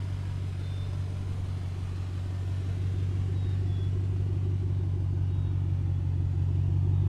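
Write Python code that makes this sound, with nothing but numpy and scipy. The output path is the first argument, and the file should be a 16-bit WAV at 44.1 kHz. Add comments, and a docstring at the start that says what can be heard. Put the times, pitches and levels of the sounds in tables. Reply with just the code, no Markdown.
"""The exhaust of an idling V8 sports car drones at the firing rate and lopes, as its cylinders fire unevenly.
Each firing rings the tailpipes and drives a puff of turbulent gas. The microphone walks from the front
wheel to the tail, so the hiss and whine of the engine bay fade behind the body of the car.
In the open parking lot, light wind buffets the microphone and birds whistle far off."""
import sys
import numpy as np
from scipy import signal
from scipy.fft import rfft, irfft
from scipy.io import wavfile
from scipy.ndimage import uniform_filter1d

SR = 44100
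rng = np.random.default_rng(int(sys.argv[2]) if len(sys.argv) > 2 else 0)


def inscribe(sig):
    """Save sig as 16-bit PCM at rate SR to the path in sys.argv[1].

    A 1-D sig is mono; a 2-D sig holds one channel per row.
    Samples are clipped to [-1, 1] before scaling.
    """
    pcm = np.round(np.clip(np.atleast_2d(sig).T, -1, 1) * 32767)
    wavfile.write(sys.argv[1], SR, pcm.astype(np.int16))


N = 312228
T = np.arange(N) / SR

# firing rate of the slowly hunting idle: t/s, f/Hz
FIRING_RATE = [(0.0, 47.71), (0.46, 47.02), (1.06, 47.28), (1.81, 46.05), (2.59, 47.05), (4.32, 48.03),
               (5.14, 46.79), (5.56, 47.05), (6.23, 45.55), (7.08, 47.54)]
# cylinders in firing order: excess strength, then the chuff's
# position in the cycle/firings, relative level/dB, f/Hz, Gaussian half-length/s
CYLINDERS = [(-0.022, 0.17, -8, 264, 0.012), (-0.047, 1.04, -5.5, 348, 0.0029),
             (0.0093, 2.0, 2.5, 260, 0.0033), (-0.87, 2.8, -2, 364.5, 0.007), (.6, 4.28, -2.5, 326, 0.0037),
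             (-0.47, 4.97, 2.5, 284, 0.0036), (0.83, 6.0, -5.5, 349, 0.0074),
             (0.18, 7.03, -7.5, 253.4, 0.0099)]
# path of the microphone: t/s, place (0 front, 1 side, 2 rear)
MIC_PATH = [(0, 0), (2.1, 0.38), (3.1, 1.07), (4.2, 1.14), (5.2, 1.6), (7.08, 1.5)]
# closeness of the tailpipes: t/s, level/dB
PIPE_CLOSENESS = [(0, -4.5), (1.1, -4), (1.65, -5), (2.2, -4), (3.2, -0.13), (6.35, 0.17), (6.95, 3)]


def amp(db):
    """Amplitude ratio of a level in decibels."""
    return 10 ** (np.asarray(db) / 20)


def unit(x):
    """Normalisation to rms 1."""
    return x / np.sqrt(np.mean(x ** 2) + 1e-20)


def curve(rows):
    """Linear interpolation of a time table at every sample."""
    return np.interp(T, *np.transpose(rows))


def colour(x, spectrum):
    """Spectral shaping by a table of f/Hz, level/dB; the result has rms 1."""
    hz, db = np.transpose(spectrum)
    log_hz = np.log(np.fft.rfftfreq(N, 1 / SR) + 1)
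    return unit(irfft(rfft(x) * amp(np.interp(log_hz, np.log(hz + 1), db)), N))


def band_noise(hz, width_hz):
    """Noise in a Gaussian band; centred on 0 Hz it is a slow fluctuation."""
    bell = np.exp(-2 * ((np.fft.rfftfreq(N, 1 / SR) - hz) / width_hz) ** 2)
    return unit(irfft(rfft(rng.standard_normal(N)) * bell, N))


def by_place(front, side, rear):
    """Linear interpolation of three values along the path round the car."""
    return np.interp(curve(MIC_PATH), np.arange(3), [front, side, rear])


def passing(at_s, width_s):
    """Gaussian swell to 1 as the microphone passes a spot."""
    return np.exp(-((T - at_s) / width_s) ** 2)


def exhaust_gain(front_db, side_db, rear_db, closeness_share):
    """Directivity and distance set the gain of one part of the exhaust."""
    return amp(by_place(front_db, side_db, rear_db) + closeness_share * curve(PIPE_CLOSENESS))


def birds(waver=0.0023, flutter_db=1, echo_db=-13, echo_t60_s=.22):
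    """Pure tones glide exponentially in pitch; scattering by trees adds a short reverberation."""
    # whistles: t/s, duration/s, starting f/Hz, target f/Hz, time constant/s, level/dB, swell/dB
    whistles = [(0.598, 0.28, 3850, 3570, .016, -58.3, 8), (1.46, 0.26, 3480, 3430, .1, -72, 0),
                (1.888, 0.18, 4020, 4110, 0.099, -69, 0), (2.768, 0.33, 3850, 3560, .06, -69.5, 4),
                (3.325, .25, 3940, 3650, 0.12, -62.7, -6), (3.653, 0.25, 3520, 3370, 0.058, -59.7, 4),
                (4.7, 0.16, 3810, 3660, 0.11, -75, 0), (5.27, .27, 3800, 3740, 0.11, -69, 9),
                (5.932, .05, 3350, 3400, 0.032, -69.5, 0), (6.55, 0.18, 2200, 3900, .28, -69.5, -3),
                (6.912, .2, 3800, 3560, 0.16, -71, 2)]
    direct = np.zeros(N)
    wobble = 1 + waver * band_noise(0, 65)
    flutter = flutter_db * band_noise(0, 35)
    for start, length, first_hz, target_hz, settle, db, swell_db in whistles:
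        near = (T >= start) & (T < start + length)
        t = T[near] - start
        hz = (target_hz + (first_hz - target_hz) * np.exp(-t / settle)) * wobble[near]
        envelope = amp(db + swell_db * (t / length - .5) + flutter[near]) * signal.windows.tukey(len(t), .4)
        direct[near] += np.sqrt(2) * envelope * np.sin(2 * np.pi * np.cumsum(hz) / SR)
    trees = rng.standard_normal(SR) * np.exp(-np.log(1000) * T[:SR] / echo_t60_s)
    return direct + amp(echo_db) * signal.fftconvolve(direct, trees / np.linalg.norm(trees))[:N]


def wind(breeze_db=-45, shelter_db_per_place=-3.5):
    """Turbulent pressure on the microphone: gusts add in power to a breeze that the car shelters."""
    # buffeting spectrum: f/Hz, relative level/dB
    buffet_spectrum = [(5, -7.5), (15, -8.5), (35, -1), (60, -5), (120, -9.5), (200, -13), (400, -34),
                       (1500, -66.5)]
    # gusts: t/s, duration/s, level/dB
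    gusts = [(1.05, .55, -40), (5.25, 0.41, -49)]
    gain = amp(breeze_db + shelter_db_per_place * curve(MIC_PATH))
    for start, length, db in gusts:
        gust = amp(db) * np.sin(np.pi * np.clip((T - start) / length, 0, 1))
        gain = np.hypot(gain, gust)
    return gain * colour(rng.standard_normal(N), buffet_spectrum)


def whines(flicker_db=1.5, flicker_hz=5):
    """Resonances of the running car: narrow noise bands, each swelling near its own place."""
    # resonances: f/Hz, width/Hz, level/dB, place where loudest, reach/places
    resonances = [(540, 35, -62.5, 2.24, .06), (586, 38, -62.5, .19, .04), (760, 45, -67, 0.5, 0.33),
                  (827, 58, -66, 2.0, .4), (956, 39, -64, .01, .1), (1030, 66, -63, .21, .05),
                  (2070, 80, -73.5, .6, .6), (2377, 34, -74, 2.2, .4), (2850, 320, -71, .8, .9),
                  (4110, 60, -73.5, .2, 0.18), (5020, 140, -70.5, .06, .15)]
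    place = curve(MIC_PATH)
    out = np.zeros(N)
    for hz, width, db, spot, reach in resonances:
        swell = np.exp(-.5 * ((place - spot) / reach) ** 2)
        out += amp(db + flicker_db * band_noise(0, flicker_hz)) * swell * band_noise(hz, width)
    return out


def reflections(x, depth_db=1.99, patch_hz=90, patch_s=.4):
    """Interference of ground and body echoes on a moving listener, as random drifting spectral ripple."""
    hz, times, spectra = signal.stft(x, SR, nperseg=2048)
    bins = max(round(patch_hz / hz[1]), 1)
    frames = max(round(patch_s / times[1]), 1)
    ripple = uniform_filter1d(rng.standard_normal(spectra.shape), bins, axis=0)
    ripple = unit(uniform_filter1d(ripple, frames, axis=1))
    return signal.istft(spectra * amp(depth_db * ripple), SR)[1][:N]


def engine_bay(firings, tick=0.14, tick_decay_firings=0.27, lope=.1, flutter_db=0.26):
    """Fan and belt hiss, modulated by valve ticks and the lope, falls into the body's acoustic shadow."""
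    # hiss spectra at the front, side and rear: f/Hz, relative level/dB
    front = [(260, -30), (450, 4), (477, -1.5), (596, -0.5), (756, -1.5), (839, -5), (987, -3), (1790, -9),
             (2070, -9.5), (2330, -8.5), (3690, -12), (6780, -20.5), (8990, -21), (15600, -41.5)]
    side = [(280, -23.5), (470, 3.5), (498, -11.5), (688, -4), (935, -13.5), (1020, -7), (1120, -9.5),
            (1610, -10.5), (2610, -13), (3490, -14.5), (4100, -18), (7060, -23), (9740, -28),
            (15600, -47.5)]
    rear = [(280, -39.5), (480, -9), (539, -1), (642, -8.5), (835, -7), (911, -5.5), (1470, -13),
            (2210, -20.5), (2410, -15.5), (3530, -19.5), (3740, -26), (4020, -22.5), (9770, -35),
            (15600, -52.5)]
    cylinder = firings.astype(int) % len(CYLINDERS)
    excess = np.transpose(CYLINDERS)[0]
    valve_size = 2 * rng.random(len(CYLINDERS))
    ticks = tick * valve_size[cylinder] * np.exp(-(firings % 1) / tick_decay_firings)
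    modulation = 1 + ticks + lope * excess[cylinder]
    hiss = np.zeros(N)
    for spot, (spectrum, db) in enumerate([(front, -53), (side, -52.5), (rear, -50)]):
        power_share = np.maximum(1 - abs(curve(MIC_PATH) - spot), 0)
        hiss += np.sqrt(power_share) * amp(db) * colour(modulation * rng.standard_normal(N), spectrum)
    shadow_db = np.interp(T, [2.62, 4.96], [0, -6.5])
    return hiss * amp(shadow_db + flutter_db * band_noise(0, 37))


def gas(firings, throb=0.46):
    """Turbulent jet noise puffs with each firing; a brighter rush is heard close behind the pipes."""
    # jet spectrum: f/Hz, relative level/dB
    jet_spectrum = [(20, -27.5), (60, -3.5), (110, -2.5), (165, -7), (210, -12.5), (300, -14.5), (410, -11),
                    (490, -30), (800, -34), (2000, -64.5)]
    puffs = rng.standard_normal(N) * (1 + throb * np.cos(2 * np.pi * firings))
    rush = amp(-64 + 2.1 * curve(PIPE_CLOSENESS)) * band_noise(hz=780, width_hz=330)
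    return exhaust_gain(-49.3, -48.1, -47.4, closeness_share=0.17) * colour(puffs, jet_spectrum) + rush


def chuffs(firings, spread_db=0.66, jitter_s=.00012, detune=0.019):
    """Pulse excitation: each cylinder's slug of gas rings the tailpipe briefly at its own pitch."""
    count = len(CYLINDERS)
    cycle_starts = count * np.arange(int(firings[-1] / count) + 1)
    deep_gain = exhaust_gain(-49.7, -48, -46.5, closeness_share=0.5)
    wheel_arch_db = 4.2 * passing(at_s=4.5, width_s=.8)
    bright_gain = exhaust_gain(-52, -46.8, -48.5, closeness_share=1.1) * amp(wheel_arch_db)
    rate = curve(FIRING_RATE)
    bend = by_place(1.035, .985, .925) * (rate / rate.mean()) ** 1.6 - 1
    radiated, at_source = np.zeros(N), np.zeros(N)
    for _, position, db, hz, half_length in CYLINDERS:
        bright = np.clip((hz - 290) / 50, 0, 1)  # bright chuffs beam, so they change most along the walk
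        pitch = 1 + bright * bend
        rings = np.zeros(N)
        times = np.interp(cycle_starts + position, firings, T, right=2 * T[-1])
        for centre, (size, late, sharp) in zip(times, rng.standard_normal((len(times), 3))):
            near = slice(*np.searchsorted(T, [centre - 5 * half_length, centre + 5 * half_length]))
            t = T[near] - centre - jitter_s * late
            ring = np.cos(2 * np.pi * hz * pitch[near] * (1 + detune * sharp) * t)
            rings[near] -= amp(db + spread_db * size) * np.exp(-.5 * (t / half_length) ** 2) * ring
        radiated += rings * deep_gain ** (1 - bright) * bright_gain ** bright
        at_source += rings
    return radiated / np.std(at_source)


def burble(firings, lead_firings=0.075):
    """Sidebands: strong and weak cylinders recur each cycle, putting lines between the firing harmonics."""
    # spectral lines: multiple of the eight-firing cycle's rate, relative level/dB
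    sidebands = [(10, -7.5), (11, -14.5), (12, -2), (13, -13.5), (14, -15.5), (15, -10.5), (17, -11),
                 (19, 0), (20, -11), (21, -16), (22, -6), (23, -8.5), (27, -7), (29, -3), (31, -10.5),
                 (32, -14.5)]
    count = len(CYLINDERS)
    excess = np.transpose(CYLINDERS)[0]
    phases = np.angle(np.fft.fft(excess))
    cycles = (firings + lead_firings) / count
    tilt_db_per_octave = by_place(1.8, .3, -2.6)
    lines = np.zeros(N)
    for k, db in sidebands:
        gain = amp(db + tilt_db_per_octave * np.log2(k / (2 * count)))
        lines += gain * np.cos(2 * np.pi * k * cycles + phases[k % count])
    return exhaust_gain(-45.5, -41, -39.6, closeness_share=0.6) * unit(lines)


def drone(firings, lag_firings=0.13, waver=0.025, uneven=0.07):
    """The muffler, an acoustic low-pass filter, leaves three harmonics of the uneven firing pulses."""
    # harmonics 1 to 3: front level/dB, side level/dB, rear level/dB, share of the closeness
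    harmonics = [(-48.5, -46.3, -43.2, 0.97), (-28.4, -28.6, -28.7, 1.06), (-37.7, -42, -35.8, 1.05)]
    # two-pipe interference weakens harmonic 3 by the door and reinforces it behind: t/s, width/s, level/dB
    interference = [(2.15, .38, -5), (6.7, 1.0, 3.2)]
    count = int(firings[-1]) + 2
    cycles = firings - lag_firings
    strength = 1 + uneven * np.interp(cycles, np.arange(count), rng.standard_normal(count))
    gains = [exhaust_gain(*row) for row in harmonics]
    gains[-1] *= amp(sum(db * passing(at_s, width_s) for at_s, width_s, db in interference))
    tone = np.zeros(N)
    for k, gain in enumerate(gains, 1):
        tone -= gain * np.cos(2 * np.pi * k * cycles) * (1 + waver * band_noise(0, 7.1))
    return np.sqrt(2) * strength * tone


def scene():
    """Superposition of all sources; one running count of firings times the exhaust and the engine bay."""
    firings = np.cumsum(curve(FIRING_RATE)) / SR
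    exhaust = drone(firings) + burble(firings) + chuffs(firings) + gas(firings)
    return (exhaust + reflections(engine_bay(firings)) + whines() + wind() + birds())[None]


def record(dry):
    """Band limiting by a low-pass filter, after a brief fade at each end."""
    fades = signal.windows.tukey(N, .001)
    cutoff_hz = 15700
    low_pass = signal.firwin(511, cutoff_hz, window=("kaiser", 9), fs=SR)
    return signal.oaconvolve(dry * fades, low_pass[None], "same")


dry = scene()
out = record(dry)
inscribe(out)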